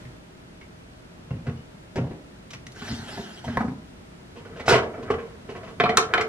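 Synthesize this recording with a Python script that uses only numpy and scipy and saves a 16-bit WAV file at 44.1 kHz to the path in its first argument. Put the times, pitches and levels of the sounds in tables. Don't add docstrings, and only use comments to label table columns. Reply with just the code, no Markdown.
import sys
import numpy as np
from scipy import signal
from scipy.fft import rfft, irfft, next_fast_len
from scipy.io import wavfile
from scipy.ndimage import uniform_filter1d

SR = 44100
rng = np.random.default_rng(int(sys.argv[2]) if len(sys.argv) > 2 else 0)


def to_wav(sig):
    pcm = np.clip(np.atleast_2d(sig), -1, 1) * 32767
    pcm = np.round(pcm).astype(np.int16)
    wavfile.write(sys.argv[1], SR, pcm.T)


N = 276948

# (time [s], low ring peak [dB], its pitch [Hz], high ring peak [dB], its pitch [Hz],
# thud peak [dB], tick peak [dB], chatter fade [s], loss per bounce [dB]; 30 or more means no bounce)
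JAR_KNOCKS = [(0.051, -53, 360, -43, 2070, -36.5, -53, 0.0056, 40),
              (0.611, -43, 356, -40, 2160, -46, -48, 0.014, 44),
              (1.306, -34.5, 527, -37.5, 2700, -22, -52, 0.009, 3),
              (1.458, -39, 604, -48, 1100, -36, -56, 0.01, 40),
              (1.467, -29, 450, -32, 1480, -21.5, -42, 0.021, 40),
              (1.493, -32.5, 503, -40, 2600, -23, -48, 0.0087, 40),
              (1.57, -53, 500, -47.5, 2900, -47, -53.5, 0.023, 40),
              (1.957, -18.5, 352, -30, 1640, -34, -35.5, 0.016, 40),
              (1.969, -27, 680, -35, 2330, -23, -42, 0.011, 40),
              (1.982, -22.5, 473, -33, 1360, -20, -40.5, 0.01, 2.5),
              (2.108, -27, 344, -44, 1710, -39, -51.5, 0.024, 40),
              (2.505, -61, 1000, -38.5, 2430, -63, -37, 0.01, 40),
              (2.533, -43, 623, -33, 2340, -48, -36, 0.0086, 38),
              (2.547, -42, 1000, -37, 2400, -43, -41, 0.0043, 40),
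              (2.667, -54, 382, -33, 1960, -40, -32.5, 0.0027, 40)]
CARTON_KNOCKS = [(2.757, -44, 444, -42.5, 1570, -56, -53, 0.017, 40),
                 (2.818, -41, 350, -34.5, 1510, -30, -41, 0.0074, 40),
                 (2.908, -40, 416, -43, 1600, -26, -58, 0.0074, 40),
                 (2.922, -48, 406, -54, 1600, -23.5, -58, 0.0061, 40),
                 (3.082, -37, 620, -37.5, 1660, -64, -46, 0.014, 40),
                 (3.174, -29.5, 750, -37.5, 1720, -29.5, -45, 0.0097, 40),
                 (3.194, -30, 375, -52, 1720, -25, -53, 0.0038, 40),
                 (3.441, -27.5, 770, -43, 1790, -39, -46, 0.0089, 40),
                 (3.478, -29.5, 606, -30, 1610, -23.5, -61, 0.012, 40),
                 (3.571, -9.5, 933, -16.5, 1280, -17.5, -53, 0.0026, 40),
                 (3.602, -23.5, 840, -21.5, 1300, -16.5, -45, 0.011, 40),
                 (3.64, -30.5, 486, -52, 1230, -21.5, -54, 0.01, 40),
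                 (3.679, -35, 576, -34, 1700, -24.5, -61, 0.007, 40),
                 (3.714, -38.5, 920, -58, 1300, -21.5, -56, 0.0068, 40)]
TRAY_KNOCKS = [(4.355, -37.5, 370, -41, 910, -44, -48.5, 0.088, 40),
               (4.449, -35, 466, -39, 1480, -61, -52, 0.02, 40),
               (4.557, -36, 470, -37.5, 980, -51, -44.5, 0.035, 40),
               (4.595, -31, 377, -31.5, 1860, -33.5, -38, 0.01, 40),
               (4.656, -28, 596, -34.5, 1950, -33, -33, 0.038, 40),
               (4.677, -9, 387, -9.5, 1446, -23.5, -15, 0.026, 40),
               (4.703, -11.5, 425, -14, 1500, -30, -19.5, 0.027, 40),
               (4.724, -12, 493, -10, 963, -18.5, -21, 0.0094, 40),
               (4.738, -12, 640, -12.5, 1113, -31, -22, 0.02, 40),
               (4.777, -31, 463, -20, 1200, -26, -31, 0.0092, 40),
               (4.82, -39, 485, -28, 940, -32.5, -41, 0.018, 40),
               (4.856, -27, 657, -41, 1120, -52, -52, 0.0098, 40),
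               (4.933, -30.5, 625, -34, 1350, -56, -61, 0.028, 40),
               (4.976, -29, 450, -40, 1200, -33, -63, 0.03, 40),
               (5.025, -29.5, 425, -37, 1010, -58, -45, 0.0074, 40),
               (5.1, -11.5, 443, -14.5, 1187, -24, -33.5, 0.012, 40),
               (5.139, -30, 600, -25.5, 1200, -28, -44, 0.0038, 40),
               (5.182, -30, 450, -32, 1060, -43, -50, 0.038, 3.8),
               (5.486, -28, 456, -31, 1060, -36.5, -41.5, 0.029, 40),
               (5.549, -31.5, 453, -31.5, 1086, -38, -47.5, 0.022, 40),
               (5.629, -32.5, 640, -36, 1000, -45.5, -47, 0.026, 40),
               (5.673, -37, 437, -35.5, 1150, -53, -48, 0.027, 40)]
EGG_KNOCKS = [(5.799, -14.5, 450, -9, 1610, -24.5, -26, 0.0082, 40),
              (5.806, -16, 714, -13, 2120, -25, -39, 0.0028, 40),
              (5.836, -10.5, 590, -14.5, 2400, -21, -31, 0.0087, 40),
              (5.856, -18.5, 470, -15, 1270, -26, -38, 0.01, 40),
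              (5.891, -15.5, 636, -17, 1970, -22, -25, 0.013, 40),
              (5.971, -27, 450, -6.5, 1390, -42, -6, 0.0025, 40),
              (5.977, -19, 450, -6.5, 1280, -31, -18, 0.0043, 40),
              (5.991, -21, 455, -24, 1210, -34, -38, 0.0079, 40),
              (6.024, -36, 455, -28, 1345, -46, -50, 0.022, 40),
              (6.137, -21.5, 704, -4, 1530, -30.5, -19, 0.0041, 40),
              (6.152, -27, 361, -15.5, 1290, -43, -43, 0.0058, 40),
              (6.177, -17.5, 720, -13, 2150, -31, -30, 0.0082, 40),
              (6.195, -22, 455, -18, 1540, -44, -45, 0.015, 40),
              (6.209, -32, 455, -19.5, 2090, -56, -25.5, 0.0077, 40)]
# (most the low ring loses away from its pitch [dB], thud pitch [Hz],
# thud loss per octave [dB], own high note [dB], own low note [dB], note width [Hz], first contact [gain],
# lean to the left [dB], note in the tick [dB], tick fade-in [s]; if negative, it spans the whole tick)
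JAR = (34, 143.5, 24.5, 11, -6, 130, 1.65, 1, -11.5, 0.0015)
CARTON = (24, 231, 20, 14, 10, 101, 0.7, 0, -12, -0.5)
TRAY = (14.5, 251, 8, 13, 1, 98, 0.64, -1.5, -11.5, -0.36)
EGG = (11, 219, 39, 9.5, -9, 115, 1.5, -1.5, -20, 0.003)
BOUNCE_GAP_S = {"jar": 0.029, "carton": 0.038, "tray": 0.04, "egg": 0.03}

# (pitch [Hz], width [Hz], level [dB])
CABINET_MODES = [(83.4, 3.3, 12.5), (98.4, 12, 6.5), (127, 11.5, -0.5), (159, 33, -2), (209, 8, -3),
                 (226, 21.4, 3), (256.3, 28, 0.5)]
SHELF_MODES = [(375, 57, -26), (466, 28, -17), (517, 340, -3), (745, 490, -12), (904, 290, 1),
               (1230, 540, 27), (1480, 500, -3), (1570, 1000, 1), (1930, 220, 12), (2150, 160, 13),
               (2600, 310, 13.5)]
TRAY_MODES = [(386, 37, -2.5), (455, 20, 13.5), (494, 340, 17.5), (640, 29, 9), (661, 85, 6), (709, 5.7, 1),
              (972, 12, 5), (1040, 24, -24), (1270, 46, -6), (1290, 86, 7), (1346, 240, 4),
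              (1500, 130, 5.5), (1667, 210, 7.5), (1730, 260, 0), (1990, 210, 10), (2230, 120, 8.5),
              (2970, 290, 10)]
FULL_TRAY_MODES = [(361, 29, -20), (450, 14.4, 4), (720, 45, 4), (960, 18, -7), (1060, 20, 1),
                   (1160, 29, 0.5), (1310, 30, 3), (1348, 9.6, 5.5), (1530, 110, -0.5), (1720, 200, 5.5),
                   (2137, 89, 5.5), (2340, 69, 7), (3050, 110, 10.5), (3540, 59, 6), (4130, 120, 4.5)]

# (frequency [Hz], level [dB])
TICK_TONE = [(1470, -100), (2500, 8), (4470, -1.5), (5910, -3.5), (6320, -4.5), (6950, -7.5), (9260, -12.5),
             (11000, -24.5), (11900, -15.5), (14500, -37)]
FOAM_TONE = [(240, 15), (400, 15), (495, -5), (604, 5), (833, 5.5), (1130, -3.5), (1380, 6.5), (1710, 6.5),
             (2150, 1.5), (4210, -2), (9330, -28), (11400, -33), (15500, -53)]
FIZZ_TONE = [(1410, -28), (2400, -2), (3170, -4), (3890, -5.5), (4190, -5), (5490, -8), (9590, -21.5),
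             (11300, -21.5), (14500, -39)]
# (time [s], rub level [dB], cabinet shake [dB])
CARTON_RUB = [(2.7, -72, -76), (2.8, -49, -55), (2.9, -39, -34), (2.96, -47, -44), (3.06, -47, -40.5),
              (3.11, -44, -40), (3.23, -49, -59), (3.414, -54, -54), (3.46, -52.5, -38), (3.6, -42, -32),
              (3.63, -67, -28), (3.735, -70, -36), (3.83, -96.5, -74)]
# (time [s], level [dB])
FIZZ_LEVEL = [(2.72, -50), (2.742, -76), (2.756, -55.5), (2.886, -46.5), (3.072, -52.5), (3.086, -47.5),
              (3.356, -55), (3.38, -53.5), (3.432, -64), (3.444, -52.5), (3.618, -58.5), (3.638, -69),
              (3.692, -63), (3.72, -79)]
TRAY_SLIDE = [(4.25, -87), (4.35, -80), (4.52, -51), (4.8, -35), (5.0, -52.5), (5.094, -37.5), (5.254, -72),
              (5.612, -50), (5.75, -65), (5.982, -29), (6.05, -52), (6.152, -27), (6.28, -44.5)]
# (time [s], level [dB], half length [s])
SQUEAKS = [(3.093, -50, 0.04), (3.256, -56, 0.12), (3.379, -47.5, 0.032), (3.454, -54, 0.037),
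           (3.552, -57, 0.067)]

# (frequency [Hz], time to fade by 60 dB [s])
ECHO_FADE = [(100, 0.34), (500, 0.48), (2000, 0.22), (6000, 0.2), (14000, 0.14)]
# (frequency [Hz], level [dB])
MID_AIR_TONE = [(12, -54), (20, -14), (42, -3), (85, -1.5), (185, -1), (297, -6.5), (361, -9), (404, -10.5),
                (613, -14.5), (1130, -21), (1340, -19.5), (9910, -37.5), (15500, -54)]
SIDE_AIR_TONE = [(12, -72), (20, -26), (238, 3.5), (477, 3.5), (666, -4.5), (787, 0), (905, -3), (984, -2),
                 (3540, -11), (11400, -26), (15500, -35)]
# (pitch [Hz], level before the swell [dB])
HUM_NOTES = [(52, -62), (172, -58), (365, -62), (624, -63)]
# (time [s], boost [dB])
BACKGROUND_SWELL = [(0, 4), (.2, 0.16), (4.3, 1), (6.28, 2)]
# (frequency [Hz], level [dB])
SIDE_TONE = [(60, -53), (130, -31), (290, -6.5), (640, -5.5), (1410, 5.5), (3100, 9.5), (6820, 10.5),
             (15000, 19.5)]

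SHELF_SPLIT_HZ, TRAY_SPLIT_HZ = 1150, 820
TICK_HZ, TICK_OCTAVES_PER_DB, TICK_KNEE_DB = 3073, 0.4, -7.5
THUD_RISE_S = 0.0079
SPOT_DB = 2.0
LANDING_PUSH = 2.3
BOUNCE_DULL_DB = 6.5


def knocks(rows, thing, gap_s, modes, slope_db, low_hz, split_hz, high_hz):
    (low_loss_db, thud_hz, thud_slope_db, high_note_db, low_note_db, note_width,
     first_contact, lean_db, tick_note_db, tick_rise_s) = thing
    out = np.zeros((2, N))
    t = np.arange(3000) / SR
    contact_sample = 40
    low_modes = np.array([mode for mode in modes if mode[0] < split_hz])
    high_modes = np.array([mode for mode in modes if mode[0] >= split_hz])
    low_rings = ring(low_modes, low_hz, 1.66 * split_hz)
    high_rings = ring(high_modes, 0.89 * split_hz, high_hz)
    cabinet_rings = ring(CABINET_MODES, 94.6, 314)
    cabinet_gains = gain_of(favour(np.array(CABINET_MODES)[:, 0], thud_hz, thud_slope_db, 20.7))
    swing_up = 1 - np.exp(-np.arange(cabinet_rings.shape[1]) / SR / THUD_RISE_S)
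    thud = cabinet_gains @ cabinet_rings * swing_up
    lean = np.tanh(lean_db * np.log(10) / 40)
    for start_s, low_db, body_hz, high_db, clack_hz, thud_db, tick_db, chatter_s in bounces(rows, gap_s):
        fade = np.exp(-t / chatter_s)
        chatter = clicks(len(t), per_s=3000, spread_db=1.67) * fade * np.minimum(t / 0.0034, 1)
        chatter[contact_sample] = first_contact
        push = chatter.copy()
        push[contact_sample] += LANDING_PUSH
        low_spot_db, high_spot_db = np.split(SPOT_DB * rng.standard_normal(len(modes)), [len(low_modes)])
        body = gain_of(low_spot_db + favour(low_modes[:, 0], body_hz, 23.4, low_loss_db)) @ low_rings
        body += gain_of(low_note_db) * note(body_hz, note_width)
        clack = gain_of(high_spot_db + favour(high_modes[:, 0], clack_hz, slope_db, 18.0)) @ high_rings
        clack += gain_of(high_note_db) * note(clack_hz, note_width)
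        sound = with_peak(signal.fftconvolve(chatter, body), low_db)
        sound += with_peak(signal.fftconvolve(chatter, clack), high_db)
        sound += with_peak(signal.fftconvolve(push, thud), thud_db)
        octaves_up = np.clip(TICK_OCTAVES_PER_DB * (tick_db - high_db - TICK_KNEE_DB), 0, 1)
        snap = tick(chatter, fade, TICK_HZ * 2 ** octaves_up, tick_note_db, tick_rise_s)
        sound[:len(t)] += with_peak(snap, tick_db)
        add(out, start_s, sound * [[1], [lean]])
    return out


def tick(chatter, fade, pitch_hz, note_db, rise_s):
    t = np.arange(len(chatter)) / SR
    tone = [(hz, db + favour(hz, pitch_hz, 5.2, 22.0)) for hz, db in TICK_TONE]
    crack = colour(chatter + 0.5 * rng.standard_normal(len(t)) * fade, tone)
    ping = signal.fftconvolve(chatter, note(pitch_hz, width_hz=220.0))[:len(t)]
    fade_in = np.minimum(t / rise_s, 1)
    fade_out = np.cos(np.pi / 2 * t / t[-1]) ** 2
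    return (unit_level(crack) + gain_of(note_db) * unit_level(ping)) * fade_in * fade_out


def bounces(rows, gap_s):
    for start_s, low_db, body_hz, high_db, clack_hz, thud_db, tick_db, chatter_s, loss_db in rows:
        for bounce in range(5 if loss_db < 30 else 1):
            lost_db = bounce * loss_db
            dull_db = lost_db + BOUNCE_DULL_DB * (bounce > 0)
            yield (start_s + bounce * gap_s, low_db - dull_db, body_hz, high_db - dull_db, clack_hz,
                   thud_db - lost_db, tick_db - dull_db, chatter_s)


def sliding_tray():
    clumps = gain_of(wander(600))
    slips = clicks(N, per_s=2500, spread_db=4.3) * clumps
    rattle = signal.fftconvolve(slips, ring(TRAY_MODES, 267, 1860).sum(0))[:N]
    stroke = [(time_s, db, -49 + 0.31 * (db + 50)) for time_s, db in TRAY_SLIDE]
    return rub(stroke, rattle)


def rustling_carton():
    clumps = gain_of(1.5 * wander(600))
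    slips = colour(clicks(N, per_s=3200, spread_db=1.9) * clumps, FOAM_TONE)
    _, _, grid = signal.stft(clicks(N, per_s=9000, spread_db=1.5), SR, nperseg=256)
    patches = uniform_filter1d(rng.standard_normal(grid.shape), size=2, axis=0)
    patches = unit_level(uniform_filter1d(patches, size=14, axis=1))
    fizz = signal.istft(grid * gain_of(4.2 * patches), SR, nperseg=256)[1][:N]
    fizz = unit_level(band(colour(fizz, FIZZ_TONE), 2460, 15000))
    return rub(CARTON_RUB, band(slips, 424, 2070)) + gain_curve(*np.transpose(FIZZ_LEVEL)) * fizz


def rub(stroke, surface):
    times, surface_db, shake_db = np.transpose(stroke)
    jolts = clicks(N, per_s=300, spread_db=6.2)
    shake = signal.fftconvolve(jolts, ring(CABINET_MODES, 100.5, 246).sum(0))[:N]
    rubbing = gain_curve(times, surface_db) * unit_level(surface)
    return rubbing + gain_curve(times, shake_db) * unit_level(shake)


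def foam_squeak(pitch_hz=3150):
    t = np.arange(N) / SR
    slips = clicks(N, per_s=760, spread_db=1.8)
    smooth_slips = uniform_filter1d(uniform_filter1d(slips, 90), 90)
    level = sum(gain_of(db) * np.clip(1 - abs(t - time_s) / half_s, 0, 1) ** 2
                for time_s, db, half_s in SQUEAKS)
    return level * unit_level(smooth_slips * np.sin(2 * np.pi * pitch_hz * t))


def cabinet_echo(sound):
    hz, t, grid = signal.stft(rng.standard_normal((2, SR // 2)), SR, nperseg=256)
    fade = gain_of(-60 * t / look_up(ECHO_FADE, hz)[:, None])
    tail = signal.istft(grid * fade, SR, nperseg=256)[1]
    tail *= np.clip(np.arange(tail.shape[1]) / SR / 0.0018 - 0.5, 0, 1)
    return signal.fftconvolve(sound[None], tail / np.linalg.norm(tail[0]), axes=1)[:, :N]


def fan_and_compressor():
    t = np.arange(N) / SR
    mid = gain_of(-48.5) * unit_level(colour(rng.standard_normal(N), MID_AIR_TONE))
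    side = gain_of(-52.5) * unit_level(colour(rng.standard_normal(N), SIDE_AIR_TONE))
    for hz, db in HUM_NOTES:
        waver = wander(6000)
        pitch_hz = hz + 2.91 * waver[::-1]
        mid += gain_of(db + 2.0 * waver) * np.sin(2 * np.pi * np.cumsum(pitch_hz) / SR)
    return np.array([mid, side]) * gain_of(np.interp(t, *np.transpose(BACKGROUND_SWELL)))


def note(hz, width_hz):
    t = np.arange(SR // 6) / SR
    return np.sqrt(width_hz) * np.exp(-np.pi * width_hz * t) * np.sin(2 * np.pi * hz * t)


def ring(modes, low_hz, high_hz):
    hz, width_hz, db = np.transpose(modes)[:, :, None]
    t = np.arange(SR // 6) / SR
    fade_out = np.cos(3 * np.pi * t)
    return band(gain_of(db) * note(hz, width_hz), low_hz, high_hz) * fade_out


def clicks(size, per_s, spread_db):
    chance, sign, strength = rng.random(size), rng.standard_normal(size), rng.exponential(1, size)
    return (chance < per_s / SR) * np.sign(sign) * gain_of(spread_db * np.minimum(strength, 4))


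def wander(samples):
    return unit_level(uniform_filter1d(rng.standard_normal(N), samples))


def favour(hz, centre_hz, slope_db, most_db):
    return -np.minimum(slope_db * abs(np.log2(np.asarray(hz) / centre_hz)), most_db)


def band(sound, low_hz, high_hz):
    return signal.sosfilt(signal.butter(3, [low_hz, high_hz], "band", fs=SR, output="sos"), sound)


def colour(sound, tone, turn=1):
    size = next_fast_len(len(sound))
    gains = gain_of(look_up(tone, np.fft.rfftfreq(size, 1 / SR)))
    return irfft(rfft(sound, size) * turn * gains, size)[:len(sound)]


def look_up(table, hz):
    table_hz, values = np.transpose(table)
    return np.interp(np.log(hz + 1), np.log(table_hz + 1), values)


def gain_curve(times, db):
    return gain_of(np.interp(np.arange(N) / SR, times, db, left=-120, right=-120))


def gain_of(db):
    return 10 ** (np.asarray(db) / 20)


def unit_level(sound):
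    return sound / np.sqrt(np.mean(sound ** 2) + 1e-20)


def with_peak(sound, db):
    return gain_of(db) * sound / (abs(sound).max() + 1e-20)


def add(mix, start_s, sound):
    part = mix[:, round(start_s * SR):][:, :sound.shape[1]]
    part += sound[:, :part.shape[1]]


def scene():
    on_shelf = dict(modes=SHELF_MODES, slope_db=35.0, low_hz=282, split_hz=SHELF_SPLIT_HZ)
    on_tray = dict(modes=TRAY_MODES, slope_db=13.0, low_hz=300, split_hz=TRAY_SPLIT_HZ)
    on_full_tray = dict(modes=FULL_TRAY_MODES, slope_db=13.4, low_hz=288, split_hz=TRAY_SPLIT_HZ)
    jars = knocks(JAR_KNOCKS, JAR, BOUNCE_GAP_S["jar"], **on_shelf, high_hz=2940)
    carton = knocks(CARTON_KNOCKS, CARTON, BOUNCE_GAP_S["carton"], **on_shelf, high_hz=2400)
    tray = knocks(TRAY_KNOCKS, TRAY, BOUNCE_GAP_S["tray"], **on_tray, high_hz=3180)
    eggs = knocks(EGG_KNOCKS, EGG, BOUNCE_GAP_S["egg"], **on_full_tray, high_hz=4800)
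    knocking, lean = jars + carton + tray + eggs
    direct = knocking + rustling_carton() + foam_squeak() + sliding_tray()
    mid_echo, side_echo = cabinet_echo(band(direct, 135, 14200))
    mid = direct + gain_of(-8.0) * mid_echo
    side = colour(gain_of(-11.0) * direct, SIDE_TONE, turn=-1j)
    side += colour(gain_of(-12.0) * side_echo, SIDE_TONE) + band(lean, 130, 3700)
    mid, side = np.array([mid, side]) + fan_and_compressor()
    return np.array([mid + side, mid - side])


def record(dry):
    treble_cut = signal.firwin(1023, cutoff=15150, window=("kaiser", 9), fs=SR)
    return signal.oaconvolve(np.tanh(dry), treble_cut[None], "same")


dry = scene()
out = record(dry)
to_wav(out)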